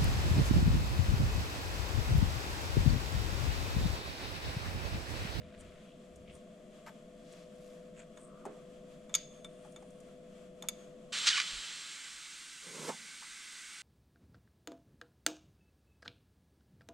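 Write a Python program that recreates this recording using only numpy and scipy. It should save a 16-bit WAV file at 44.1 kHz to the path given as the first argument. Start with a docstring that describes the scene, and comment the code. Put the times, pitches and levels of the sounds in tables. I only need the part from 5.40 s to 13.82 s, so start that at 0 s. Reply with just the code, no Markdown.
"""In a garage a machine hums while hands work a wrench on a bottle jack: sleeves rustle, steel clinks and knocks.
The hum stops dead as the scene changes to a flat truck tire: air hisses out past the bead, spits and squeals
where a hand feels for the leak, and later the hand slides down the muddy rubber and bumps the wheel.
The hum is a stack of wavering sines, the steel is decaying modes and noise cracks, and the air, cloth and
rubber are coloured noise under moving envelopes."""
import sys
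import numpy as np
from scipy import signal
from scipy.fft import rfft, irfft, next_fast_len
from scipy.io import wavfile

SR = 44100
rng = np.random.default_rng(int(sys.argv[2]) if len(sys.argv) > 2 else 0)


def log_audio(samples):
    """Write samples as a 16-bit WAV file to the path given in sys.argv[1]."""
    # one column per channel
    frames = np.atleast_2d(samples).T
    # limit to full scale, then quantise
    limited = np.clip(frames, -1, 1)
    pcm = np.round(limited * 32767).astype(np.int16)
    wavfile.write(sys.argv[1], SR, pcm)


N = 371322
TIME = np.arange(N) / SR
FFT_SIZE = next_fast_len(N, True)
FREQS = np.maximum(np.fft.rfftfreq(FFT_SIZE, 1 / SR), 1)
CHANGE_S = 5.726  # cut from jack to tire

# Sines of the machine hum: multiple of the turning rate, level/dB
HUM = [(11, -69.5), (13, -67.5), (22, -72.5), (30, -57.5), (36, -67), (37, -64.5), (39, -72.5), (40, -68),
       (41, -74.5)]
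TURN_HZ = 16.655
# How fast each hum sine wavers: f/Hz, relative level/dB
WAVER_COLOUR = [(1, 39.5), (3, -5.0), (12, -10.0), (100, -100)]
# Colour of the low air the machine moves: f/Hz, relative level/dB
RUMBLE = [(20, -4.5), (70, -11.5), (110, -22), (150, -0.5), (190, 3), (240, -1), (300, -8.5), (470, -9.5),
          (680, -10.5), (850, -32), (1200, -56)]
# Colour of the garage air: f/Hz, relative level/dB
ROOM_AIR = [(470, -43), (800, -2.5), (938, -3.5), (1110, 5.5), (1550, -1), (3050, -1.5), (3380, 2),
            (3660, -6), (5420, -9.5), (7640, -5.5), (13800, -25.5), (15000, -16.5)]
# Colour of the low bed beside the tire: f/Hz, relative level/dB
FLOOR = [(20, 4), (45, 10.5), (85, -9), (130, 2), (180, 1.5), (300, 9), (450, -8.5), (700, -40),
         (1200, -15)]
# Soft low bumps: t/s, length/s, level/dB, centre f/Hz
BUMPS = [(0.01, 0.1, -49.5, 68), (.25, 0.14, -55, 57), (.85, 0.19, -59.5, 62), (6.158, 0.07, -56, 32.6)]

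# Sleeves brushing past: t/s, length/s, level/dB, centre f/Hz, width/octaves
SLEEVES = [(0.176, 0.43, -65, 1880, 1.6), (0.49, 0.13, -70, 3000, 0.46), (0.901, 0.047, -61, 2500, 0.67),
           (1.947, 0.17, -64.5, 2780, 2.3), (2.26, 0.17, -69, 3400, 2.8), (2.599, 0.053, -59.5, 1730, 1.4)]
# Skin sliding and squeaking on steel: t/s, length/s, level/dB, centre f/Hz, width/octaves
SKIN_SLIDES = [(0.2, 0.029, -64.5, 8340, 0.28), (0.951, 0.032, -66.5, 8800, 0.21),
               (2.595, 0.047, -61.5, 7400, 0.28), (2.831, 0.077, -64, 8400, 0.23),
               (4.29, 0.53, -76, 9000, 0.21)]
# Wrench scraping into place: t/s, length/s, level/dB
SCRAPES = [(2.98, 0.29, -63.5)]
# Small dry ticks: t/s, level/dB before the common trim
TICKS = [(.2079, -47.5), (.7583, -49), (.9514, -50), (1.925, -49), (3.0525, -51), (4.045, -45),
         (4.322, -51), (4.505, -51), (4.6029, -51)]
KNOCK_TICK_DB = -4.5  # tick that starts a knock, against the knock's own level
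# Dull knocks of tool and hand: t/s, level/dB, t60/s, centre f/Hz, width/octaves,
# left minus right/dB before the stereo balance
KNOCKS = [(3.053, -40.5, 0.095, 736, 0.32, -1), (3.06, -44, 0.31, 398, 0.71, -8.5),
          (3.166, -53, 0.082, 500, 0.95, -4), (4.2473, -49, .08, 766, 0.18, -3),
          (4.4234, -51.5, 0.073, 760, 0.36, -7.5), (5.238, -49, 0.09, 897, 0.84, -3)]

# Wrench chattering as it is picked up: start, spread of the contacts, level of the first
RATTLE_S, RATTLE_LENGTH_S, RATTLE_DB, RATTLE_T60_S = 1.4635, 0.025, -47.5, 0.083
# Ring of the loose steel: f/Hz, level/dB
RATTLE_RING = [(888, -4), (1540, -10), (1992, -13), (5378, -18), (7386, -17), (11500, -23), (12500, -27)]

# Wrench against jack: t/s, level/dB, brightness/(dB per octave), share of the jack (0-1),
# main bending modes/dB, upper bending modes/dB, top treble/dB
CLINKS = [(2.7732, -48, 0, 0, 1, 0, -6), (3.6948, -54.5, -5, 0, 6, 0, 5), (3.7412, -21, 0, 0, 4, 1, -13),
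          (3.7502, -11, 3, 0.54, -1.5, 1, -3.5), (4.046, -43, -5.5, 0, 8.5, -6, 2),
          (4.361, -45.5, -3.5, 0.13, 3, 1, 0.5), (5.2235, -35, 2, 0.08, 4, -0.5, -3),
          (5.2861, -18.5, 2, 0.2, -2.5, -6, 2.5)]
# Modes of the hand-held wrench: f/Hz, level/dB, t60/s (up to 0.13 s it is scaled at each clink)
WRENCH_MODES = [(1333, -16.5, 0.071), (2260, -9, 0.049), (3548, -3, 0.057), (6350, -10, 0.096),
                (6500, -23, 0.65), (6780, 1.5, 0.036), (6930, 2.5, 0.016), (8480, -5.5, 0.016),
                (10770, -21, 0.013)]
# Modes of the jack and its steel arm: f/Hz, level/dB, t60/s
JACK_MODES = [(2280, -36, 0.32), (3500, -33, 0.93), (4740, -18, 0.18)]
# The jack's many weak modes, too dense to tell apart
SCATTER_DB, SCATTER_T60_S, SCATTER_HZ, SCATTER_OCTAVES = -32.5, 0.36, 3200, 1.5
# Scale of the short ring times; its change in dB per dB/octave, so bright contacts are short
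RING_LENGTH, RING_PER_BRIGHTNESS = 0.84, -0.78
# Long modes after a full-scale blow; dB per dB of blow, so hard blows break free of the grip
FREE_DB, FREE_FOLLOWS = -6, 0.36
CLUSTER_SPREAD_HZ = 32.3  # close modes within this distance beat unevenly
TOP_TREBLE_HZ = 8000
# Dull knock under every clink: level under a full-scale blow, dB per dB of blow, decay, pitch, width
THUD_DB, THUD_FOLLOWS, THUD_T60_S, THUD_HZ, THUD_OCTAVES = -51, 0.12, 0.11, 1060, 1

# Hand and cloth bumping the wheel: t/s, level/dB, t60/s, centre f/Hz, width/octaves,
# left minus right/dB before the stereo balance
WHEEL_TAPS = [(7.492, -36.5, 0.14, 880, 0.45, 2), (7.821, -51, 0.14, 1186, 0.44, -1)]
# Colour of the palm sliding on rubber: f/Hz, relative level/dB
SLIDE_COLOUR = [(70, -50), (115, -5), (180, 3), (300, -5.5), (480, 3), (700, -15), (1050, -7),
                (1800, -15.5), (8000, -17), (14000, -33)]
# Palm catching and slipping: t/s, lift/dB
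SCUFFS = [(7.275, 5.5), (7.355, 3.5), (7.391, 4), (7.428, 4), (7.456, 4), (7.488, 4)]
SCUFF_LENGTH_S = 0.013
# The slide swells until the hand lands
SLIDE_START_S, SLIDE_END_S, SLIDE_ATTACK_S, SLIDE_RELEASE_S = 7.21, 7.495, 0.037, 0.021
SLIDE_END_DB, SLIDE_RISE_DB_PER_S = -43.5, 64
LANDING_S, LANDING_LENGTH_S, LANDING_DB, LANDING_HZ, LANDING_OCTAVES = 7.496, 0.01, -35.5, 288, 2.15

# Hoarse squeal of the gap as the fingers move: t/s, pitch f/Hz, level/dB
SQUEAL = [(5.865, 1500, -40), (5.889, 1112, -30), (5.908, 914, -35), (5.925, 783, -34.5),
          (5.943, 729.4, -37), (5.957, 752, -32), (5.968, 631, -39.5), (5.981, 558, -29), (6.01, 635, -48)]
# Overtones of the squeal: multiple of the pitch, level/dB
SQUEAL_TONES = [(2, -3.5), (3, -7), (4, 2), (5, -5), (6, -12)]
SQUEAL_JITTER, SQUEAL_SPUTTER_DB = 0.009, 4.5  # rms share of the pitch, rms swing of each overtone
# Spits snapping through the mud: t/s, level/dB
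SNAPS = [(5.8748, -16), (5.8755, -17), (5.8781, -13.5), (5.8804, -13.5), (5.8888, -14), (5.8897, -13)]
# Spurts at the bead: t/s, fade length/s, level/dB, centre f/Hz
SPURTS = [(5.788, .003, -33, 6300), (5.878, 0.013, -22, 3200), (5.89, 0.0022, -23, 4020),
          (5.909, 0.025, -31.5, 3420), (5.956, 0.025, -34, 2670), (5.978, 0.015, -29.5, 2500),
          (6.002, 0.0037, -23.5, 2220), (6.017, 0.01, -35, 2600)]
# A spurt this loud is all spits; their power share falls by this many dB per dB
SPIT_FULL_DB, SPIT_FOLLOWS, SPITS_PER_S = -15, 0.85, 1900

# Colour of the dull underside of the hiss: f/Hz, relative level/dB
JET_RUMBLE = [(60, -33), (120, -7), (180, 6), (290, -4), (540, -2), (700, -6.5), (1000, -2.5), (1500, -32)]
# Escaping air, one row each for mid range, core and treble:
# surge level/dB at its start, fall/(dB per s), steady level/dB, lift/dB once the arm is out of the way
LEAK = [(-43.5, 16, -57, 3), (-37, 17.5, -55, 0.6), (-45, 13, -54.5, 1)]
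# Basic colour of the hiss: f/Hz, relative level/dB
HISS = [(350, -33), (600, -29.5), (788, -29), (843, -16.5), (953, -16.5), (1200, -5), (1580, 0), (1730, -3),
        (2120, -2), (3370, 4), (5810, -1.5), (7530, -3), (8860, -1.5), (10600, -20), (15500, -24)]
# Hollows of wheel and tire: f/Hz, width/Hz, lift in the surge/dB, lift in the steady hiss/dB
HOLLOWS = [(851, 24, 4, 11), (1546, 96, -5, 4.5), (2047, 160, 0, 7), (2256, 34, -1, 8),
           (3050, 58, 6.5, -5.5), (3370, 130, 3, -2), (4110, 550, 3.5, -1.5), (7400, 1040, 8.5, 2)]
ARM_AWAY_S, ARM_MOVE_S = 7.78, 0.68  # middle and length of the arm's move
COLOUR_SHIFT_S, COLOUR_SHIFT_LENGTH_S = 6.73, 0.9  # middle and length of the shift to the steady colour
# Treble hiss thrown back by the passing hand; dB per dB of the slide
DEFLECTED_DB, DEFLECTED_FOLLOWS = -52.5, 0.42

# Stereo balance at the jack: f/Hz, left minus right level/dB
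JACK_BALANCE = [(60, -1), (150, -1.5), (380, 4.5), (950, 3), (2400, 2), (7000, 0), (9500, 2), (12000, 7.5)]
# Stereo balance at the tire: f/Hz, left minus right level/dB
TIRE_BALANCE = [(110, -1), (200, -3.5), (700, -3.5), (1290, -1.5), (2380, -2), (4400, 0), (8120, -3),
                (15000, 8.5)]
# Phase lead of the left microphone beside the tire: f/Hz, lead/rad
TIRE_LEAD = [(400, -0.19), (1300, -0.31), (2600, -0.34), (3300, -0.55), (4000, -0.038), (12000, -0.0016)]
# Treble loss of the microphones: f/Hz, level/dB
MIC_DULLING = [(12500, -0.5), (14000, -7.0), (15500, -11.0)]
CUTOFF_HZ = 15300


def from_db(db):
    """Decibels to gain."""
    return 10 ** (np.asarray(db) / 20)


def rms_one(x):
    """Scale to unit rms."""
    return x / np.sqrt(np.mean(x ** 2) + 1e-20)


def colour(points):
    """Gain at every frequency, drawn through (Hz, dB) points on a log axis."""
    hz, db = np.transpose(points)
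    return from_db(np.interp(np.log(FREQS), np.log(hz), db))


def shaped(x, gain):
    """Filter by a gain at every frequency."""
    return irfft(rfft(x, FFT_SIZE) * gain, FFT_SIZE)[..., :N]


def stereo_white(side_db, size=N):
    """White noise, mostly common to both ears; side_db sets the width."""
    mid, side = rng.standard_normal((2, size))
    return mid + from_db(side_db) * side * [[1], [-1]]


def cut(x, order, hz, kind="low"):
    """Butterworth filter."""
    return signal.sosfilt(signal.butter(order, hz, kind, fs=SR, output="sos"), x)


def band(x, hz, octaves, order=2):
    """Band-pass about a centre."""
    edges = hz * 2 ** (np.array([-.5, .5]) * octaves)
    return cut(x, order, np.minimum(edges, [.4 * SR, .45 * SR]), "band")


def add(out, s, sound):
    """Mix a short sound in at a time."""
    start = round(s * SR)
    first, last = max(start, 0), min(start + sound.shape[-1], N)
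    out[:, first:last] += sound[..., first - start:last - start]


def drift(hz):
    """Random wander slower than about one rate, rms 1."""
    return rms_one(shaped(rng.standard_normal(N), 1 / (1 + (FREQS / hz) ** 4)))


def swells(rows, hz, octaves, grain_db, side_db):
    """Soft contacts: grainy noise about one pitch that swells and fades."""
    power = sum(from_db(2 * db) * np.exp(-4 * ((TIME - s) / length) ** 2) for s, length, db in rows)
    # the grain level jumps every 50 samples
    grains = from_db(grain_db * rng.standard_normal(N // 50 + 1)).repeat(50)[:N]
    return np.sqrt(power) * rms_one(band(stereo_white(side_db) * grains, hz, octaves))


def garage(x, t60, wet_db):
    """Diffuse tail of the hard-walled room: decaying noise, different at each ear."""
    t = TIME[:SR]
    tail = cut(rng.standard_normal((2, SR)) * from_db(-60 * t / t60) * (t > .006), 2, 7000)
    return x + from_db(wet_db) * signal.fftconvolve(x, rms_one(tail) / np.sqrt(SR), axes=1)[:, :N]


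def placed(x, balance, lead=None):
    """Each frequency reaches one microphone louder, and perhaps sooner."""
    log_ratio, radians = np.log(colour(balance)), 0
    if lead:
        hz, radians = np.transpose(lead)
        radians = np.interp(np.log(FREQS), np.log(hz), radians)
    # half of the difference goes to each side
    return shaped(x, np.exp((log_ratio + 1j * radians) * np.array([[.5], [-.5]])))


def machine(waver=0.23, rumble_db=-56.5, air_db=-67, air_swing_db=1.5):
    """Sines on multiples of one turning rate waver in level and phase over the rumble of moved air."""
    hum = np.zeros((2, N))
    slow = colour(WAVER_COLOUR)
    for multiple, db in HUM:
        swell, sway = waver * rms_one(shaped(rng.standard_normal((2, N)), slow))
        phase = 2 * np.pi * (round(multiple) * TURN_HZ * TIME + rng.random()) + sway
        tone = np.sin(phase + np.array([[.25], [-.25]]))  # left leads right by half a radian
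        hum += np.sqrt(2) * from_db(db) * (1 + swell) * tone
    rumble = rms_one(shaped(stereo_white(-15.0), colour(RUMBLE) * (FREQS < 1500)))
    air = rms_one(shaped(stereo_white(-4.5), colour(ROOM_AIR)))
    return hum + from_db(rumble_db) * rumble + from_db(air_db + air_swing_db * drift(6.9)) * air


def tire_floor(floor_db=-71.0):
    """Steady, low coloured noise beside the tire."""
    return from_db(floor_db) * rms_one(shaped(stereo_white(-9.0), colour(FLOOR)))


def low_bumps():
    """Soft swells of very low noise."""
    return sum(swells([bump], hz, 1.3, grain_db=-2.0, side_db=-14) for *bump, hz in BUMPS)


def rubs():
    """Sleeves, skin and the wrench slide over the steel as grainy noise."""
    sleeves = sum(swells([brush], hz, octaves, grain_db=4.0, side_db=-6.5)
                  for *brush, hz, octaves in SLEEVES)
    skin = sum(swells([slide], hz, octaves, grain_db=4.0, side_db=-31)
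               for *slide, hz, octaves in SKIN_SLIDES)
    scrape = swells(SCRAPES, 1190, 0.3, grain_db=-2.5, side_db=-8.0)
    return sleeves + skin + scrape


def ticks(tick_db=-9, tick_t60=0.049):
    """Nails and ring touch the steel lightly, alone and at the start of each knock."""
    out, t = np.zeros((2, N)), TIME[:SR // 4]
    knock_ticks = [(s, db + KNOCK_TICK_DB) for s, db, *_ in KNOCKS]
    for s, db in list(TICKS) + knock_ticks:
        tick = rms_one(band(stereo_white(-24.0, size=len(t)), 7460, 0.58))
        add(out, s, from_db(db + tick_db - 60 * t / tick_t60) * tick)
    return out


def knocks(rows):
    """Damped blows on a heavy body: decaying noise stands for dense modes about one tone."""
    out, t = np.zeros((2, N)), TIME[:SR]
    for s, db, t60, hz, octaves, pan_db in rows:
        body = band(stereo_white(-10.0, size=SR), hz, octaves, order=1)
        body = band(body, hz, 2.9, order=1)  # trims the far skirts
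        add(out, s, from_db(db - 60 * t / t60 + pan_db * np.array([[.5], [-.5]])) * rms_one(body))
    return out


def clink_thuds():
    """The dull knock under every clink, only slightly louder under a harder blow."""
    return knocks([(s, THUD_DB + THUD_FOLLOWS * db, THUD_T60_S, THUD_HZ, THUD_OCTAVES, 0)
                   for s, db, *_ in CLINKS])


def rattle(thud_t60=0.057, thud_hz=1080, crack_db=-11, crack_hz=6000, count=5):
    """A quick, uneven run of contacts, each a thud, a crack and a fresh ring of the loose steel."""
    out, t = np.zeros((2, N)), TIME[:SR // 4]
    for k in range(count):
        uneven = (k > 0) * rng.uniform(-0.42, 0.37)
        s = RATTLE_S + RATTLE_LENGTH_S * (k + uneven) / (count - 1)
        db = RATTLE_DB - k  # each contact 1 dB weaker
        thud = (s, db, thud_t60, thud_hz, 1, 0)
        crack = (s, db + crack_db, thud_t60 / 2, crack_hz, 1, 0)
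        out += knocks([thud, crack])
        ring = sum(from_db(mode_db + rng.normal(0, 1.7)) * np.sin(2 * np.pi * (hz * t + rng.random()))
                   for hz, mode_db in RATTLE_RING)
        add(out, s, from_db(db - 60 * t / RATTLE_T60_S) * ring)
    return out


def cluster(hz, t, count=5):
    """Several modes lying close together and beating, as strong as one."""
    detune, phase = rng.uniform(-1, 1, (2, count, 1))
    tones = np.sin(2 * np.pi * ((hz + CLUSTER_SPREAD_HZ * detune) * t + phase))
    return tones.sum(0) / np.sqrt(count)


def wrench(crack_db=-10, crack_t60=0.031, modes_db=-6, top_hz=12800):
    """Each contact is a short crack and rings wrench and jack; a firm grip stops the long modes."""
    out, t = np.zeros((2, N)), TIME[:SR * 3 // 4]
    for s, db, tilt_db, into_jack, bend_db, upper_db, treble_db in CLINKS:
        length = RING_LENGTH * from_db(RING_PER_BRIGHTNESS * tilt_db)
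        free = from_db(FREE_DB + FREE_FOLLOWS * db)
        crack = rms_one(band(stereo_white(-3.6, size=len(t)), 5500 * from_db(tilt_db), 2.9))
        dull, sharp = [cut(crack, 5, TOP_TREBLE_HZ, side) for side in ("low", "high")]
        sound = from_db(crack_db - 60 * t / crack_t60) * (dull + from_db(treble_db) * sharp)
        scatter = rms_one(band(stereo_white(-8, size=len(t)), SCATTER_HZ, SCATTER_OCTAVES))
        sound += into_jack * from_db(SCATTER_DB - 60 * t / SCATTER_T60_S) * scatter
        modes = [(hz, mode_db, t60, free) if t60 > .13 else (hz, mode_db, t60 * length, 1)
                 for hz, mode_db, t60 in WRENCH_MODES]
        modes += [(*mode, into_jack) for mode in JACK_MODES]
        for hz, mode_db, t60, share in modes:
            lasting = t60 > .2
            # a mode is weak when the shank is struck near one of its nodes
            place_db = bend_db * (3300 < hz < 3800) + treble_db * (hz > TOP_TREBLE_HZ)
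            place_db += upper_db * (6000 < hz < 7500 and not lasting)
            slope_db = tilt_db * np.log2(hz / 5000)
            chance_db = rng.normal(0, 1, (2, 1))  # per ear
            strength = share * from_db(modes_db + mode_db + place_db + slope_db + chance_db)
            tone = cluster(hz, t) if lasting else np.sin(2 * np.pi * (hz * t + rng.random()))
            sound += strength * from_db(-60 * t / t60) * tone
        add(out, s, from_db(db) * sound * np.minimum(t / 0.00042, 1))  # 0.42 ms attack
    return cut(out, 8, top_hz)


def slide_effort():
    """Strength of the hand's slide, 0-1: attack, steady crescendo, quick release."""
    attack = np.clip((TIME - SLIDE_START_S) / SLIDE_ATTACK_S, 0, 1)
    crescendo = from_db(SLIDE_RISE_DB_PER_S * np.minimum(TIME - SLIDE_END_S, 0))
    return attack * crescendo * np.exp(-np.maximum(TIME - SLIDE_END_S, 0) / SLIDE_RELEASE_S)


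def hand_on_tire(lowest_hz=145):
    """A palm drags over caked rubber in uneven scuffs, a low rush, and lands with a soft thump."""
    scuffs_db = sum(lift_db * np.exp(-((TIME - s) / SCUFF_LENGTH_S) ** 2) for s, lift_db in SCUFFS)
    rubbing = rms_one(shaped(stereo_white(-37), colour(SLIDE_COLOUR)))
    rush = from_db(SLIDE_END_DB + scuffs_db) * slide_effort() * rubbing
    landing = swells([(LANDING_S, LANDING_LENGTH_S, LANDING_DB)], LANDING_HZ, LANDING_OCTAVES,
                     grain_db=1.5, side_db=-26)
    return cut(rush + landing, 4, lowest_hz, "high")


def tire_boom(x, hz=172, octaves=0.65, t60=0.84, boom_db=-29):
    """The air inside the tire rumbles on after each touch: a decaying low noise tail for close modes."""
    ring = rms_one(band(rng.standard_normal(SR), hz, octaves) * from_db(-60 * TIME[:SR] / t60))
    return x + from_db(boom_db) * signal.fftconvolve(x, ring[None] / np.sqrt(SR), axes=1)[:, :N]


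def squeal(lowest_hz=1150):
    """Air sets the rubber gap fluttering at an unsteady, mostly sinking pitch; each overtone sputters alone."""
    out, (s, hz, db) = np.zeros((2, N)), np.transpose(SQUEAL)
    t = np.arange(s[0], s[-1], 1 / SR)
    jitter = rms_one(band(rng.standard_normal(SR), 190, 4.7))[-len(t):]
    pitch = np.interp(t, s, hz) * (1 + SQUEAL_JITTER * jitter)
    phase, tone = 2 * np.pi * np.cumsum(pitch) / SR, 0
    for multiple, tone_db in SQUEAL_TONES:
        sputter = SQUEAL_SPUTTER_DB * rms_one(band(rng.standard_normal(SR), 51, 2.0))[-len(t):]
        overtone = np.sin(round(multiple) * phase + 2 * np.pi * rng.random())
        tone = tone + from_db(tone_db + sputter) * overtone
    add(out, s[0], from_db(np.interp(t, s, db)) * rms_one(cut(tone, 4, lowest_hz, "high")))
    return out


def snaps(hz=3900):
    """Single sharp pressure spikes as mud lets go of the gap."""
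    out, t = np.zeros((2, N)), TIME[:SR // 1000] - .0005
    spread = (np.pi * hz * t) ** 2
    for s, db in SNAPS:
        add(out, s + t[0], from_db(db) * (1 - 2 * spread) * np.exp(-spread))
    return out


def spurts(octaves=1.4, grain_db=6, lowest_hz=1150, highest_hz=7800):
    """Air bursts past the muddy bead in short gusts; the stronger the gust, the more it spits."""
    out, t = np.zeros((2, N)), TIME[:SR] - .5
    for s, length, db, hz in SPURTS:
        clicks = (rng.random(SR) < SPITS_PER_S / SR) * rng.choice([-1, 1], SR)
        spits = clicks * from_db(grain_db * np.minimum(rng.exponential(1, SR), 2))
        share = min(from_db(SPIT_FOLLOWS * (db - SPIT_FULL_DB)), 1)
        flow = np.sqrt(1 - share) * stereo_white(-35, size=SR) + np.sqrt(share) * rms_one(spits)
        flow = cut(band(flow, hz, octaves, order=1), 4, [lowest_hz, highest_hz], "band")
        add(out, s - .5, from_db(db) * np.exp(-np.abs(t) / length) * rms_one(flow))
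    return out


def leak_gain(surge_db, fall_db_per_s, steady_db, lift_db):
    """The surge dies away onto the steady hiss, which opens up as the arm leaves."""
    surge = from_db(surge_db - fall_db_per_s * np.maximum(TIME - CHANGE_S, 0))
    uncovered = np.clip((TIME - ARM_AWAY_S) / ARM_MOVE_S + .5, 0, 1)
    return np.hypot(surge, from_db(steady_db + lift_db * uncovered))


def jet_rumble(below_db=-19):
    """The dull underside of the hiss follows the strength of its core."""
    rumble = rms_one(shaped(stereo_white(-6.0), colour(JET_RUMBLE)))
    return from_db(below_db) * leak_gain(*LEAK[1]) * rumble


def underbody(x, echo_db=-5, count=30):
    """Floor, axle and truck bed throw back close echoes that ripple the hiss."""
    out = x.copy()
    for delay in rng.uniform(.002, .05, count):
        add(out, delay, x * from_db(echo_db) / np.sqrt(count) * rng.choice([-1, 1]))
    return out / np.sqrt(1 + from_db(2 * echo_db))


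def leak():
    """Jet noise coloured by the wheel; its core sinks fastest and its hollows shift as the gap changes."""
    mids, core, treble = [leak_gain(*row) for row in LEAK]
    treble = np.hypot(treble, from_db(DEFLECTED_DB) * slide_effort() ** DEFLECTED_FOLLOWS)
    white, hiss = stereo_white(-57.0), 0
    low, high = 1 / (1 + (FREQS / 2550) ** 12), 1 / (1 + (5750 / FREQS) ** 12)
    parts = [(low, mids), (1 - low - high, core), (high, treble)]
    settled = np.clip((TIME - COLOUR_SHIFT_S) / COLOUR_SHIFT_LENGTH_S + .5, 0, 1)
    # crossfade from the surge's colour to the steady one
    for stage, weight in enumerate([1 - settled, settled]):
        lift_db = sum(lifts[stage] / (1 + (2 * (FREQS - hz) / width) ** 2)
                      for hz, width, *lifts in HOLLOWS)
        gain = colour(HISS) * from_db(lift_db)
        hiss = hiss + weight * sum(level * rms_one(shaped(white, gain * share)) for share, level in parts)
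    return hiss


def scene():
    """First the jack, then at once the tire; the low bumps run through both."""
    steel = wrench() + rattle() + knocks(KNOCKS) + clink_thuds() + ticks()
    jack = machine() + garage(steel, t60=0.46, wet_db=-23.5) + rubs()
    touches = tire_boom(hand_on_tire() + knocks(WHEEL_TAPS))
    gusts = garage(spurts() + snaps() + squeal() + touches, t60=0.98, wet_db=-28.5)
    tire = underbody(leak()) + jet_rumble() + gusts + tire_floor()
    at_tire = np.clip((TIME - CHANGE_S) / 0.01 + .5, 0, 1)  # 10 ms crossfade
    jack_side = (1 - at_tire) * placed(jack, JACK_BALANCE)
    tire_side = at_tire * placed(tire, TIRE_BALANCE, TIRE_LEAD)
    return jack_side + tire_side + low_bumps()


def record(dry):
    """The microphones dull the highest treble, then the top is cut steeply."""
    dulled = shaped(dry, colour(MIC_DULLING))
    return signal.sosfilt(signal.ellip(10, .2, 80, CUTOFF_HZ, fs=SR, output="sos"), dulled)


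dry = scene()
out = record(dry)
log_audio(out)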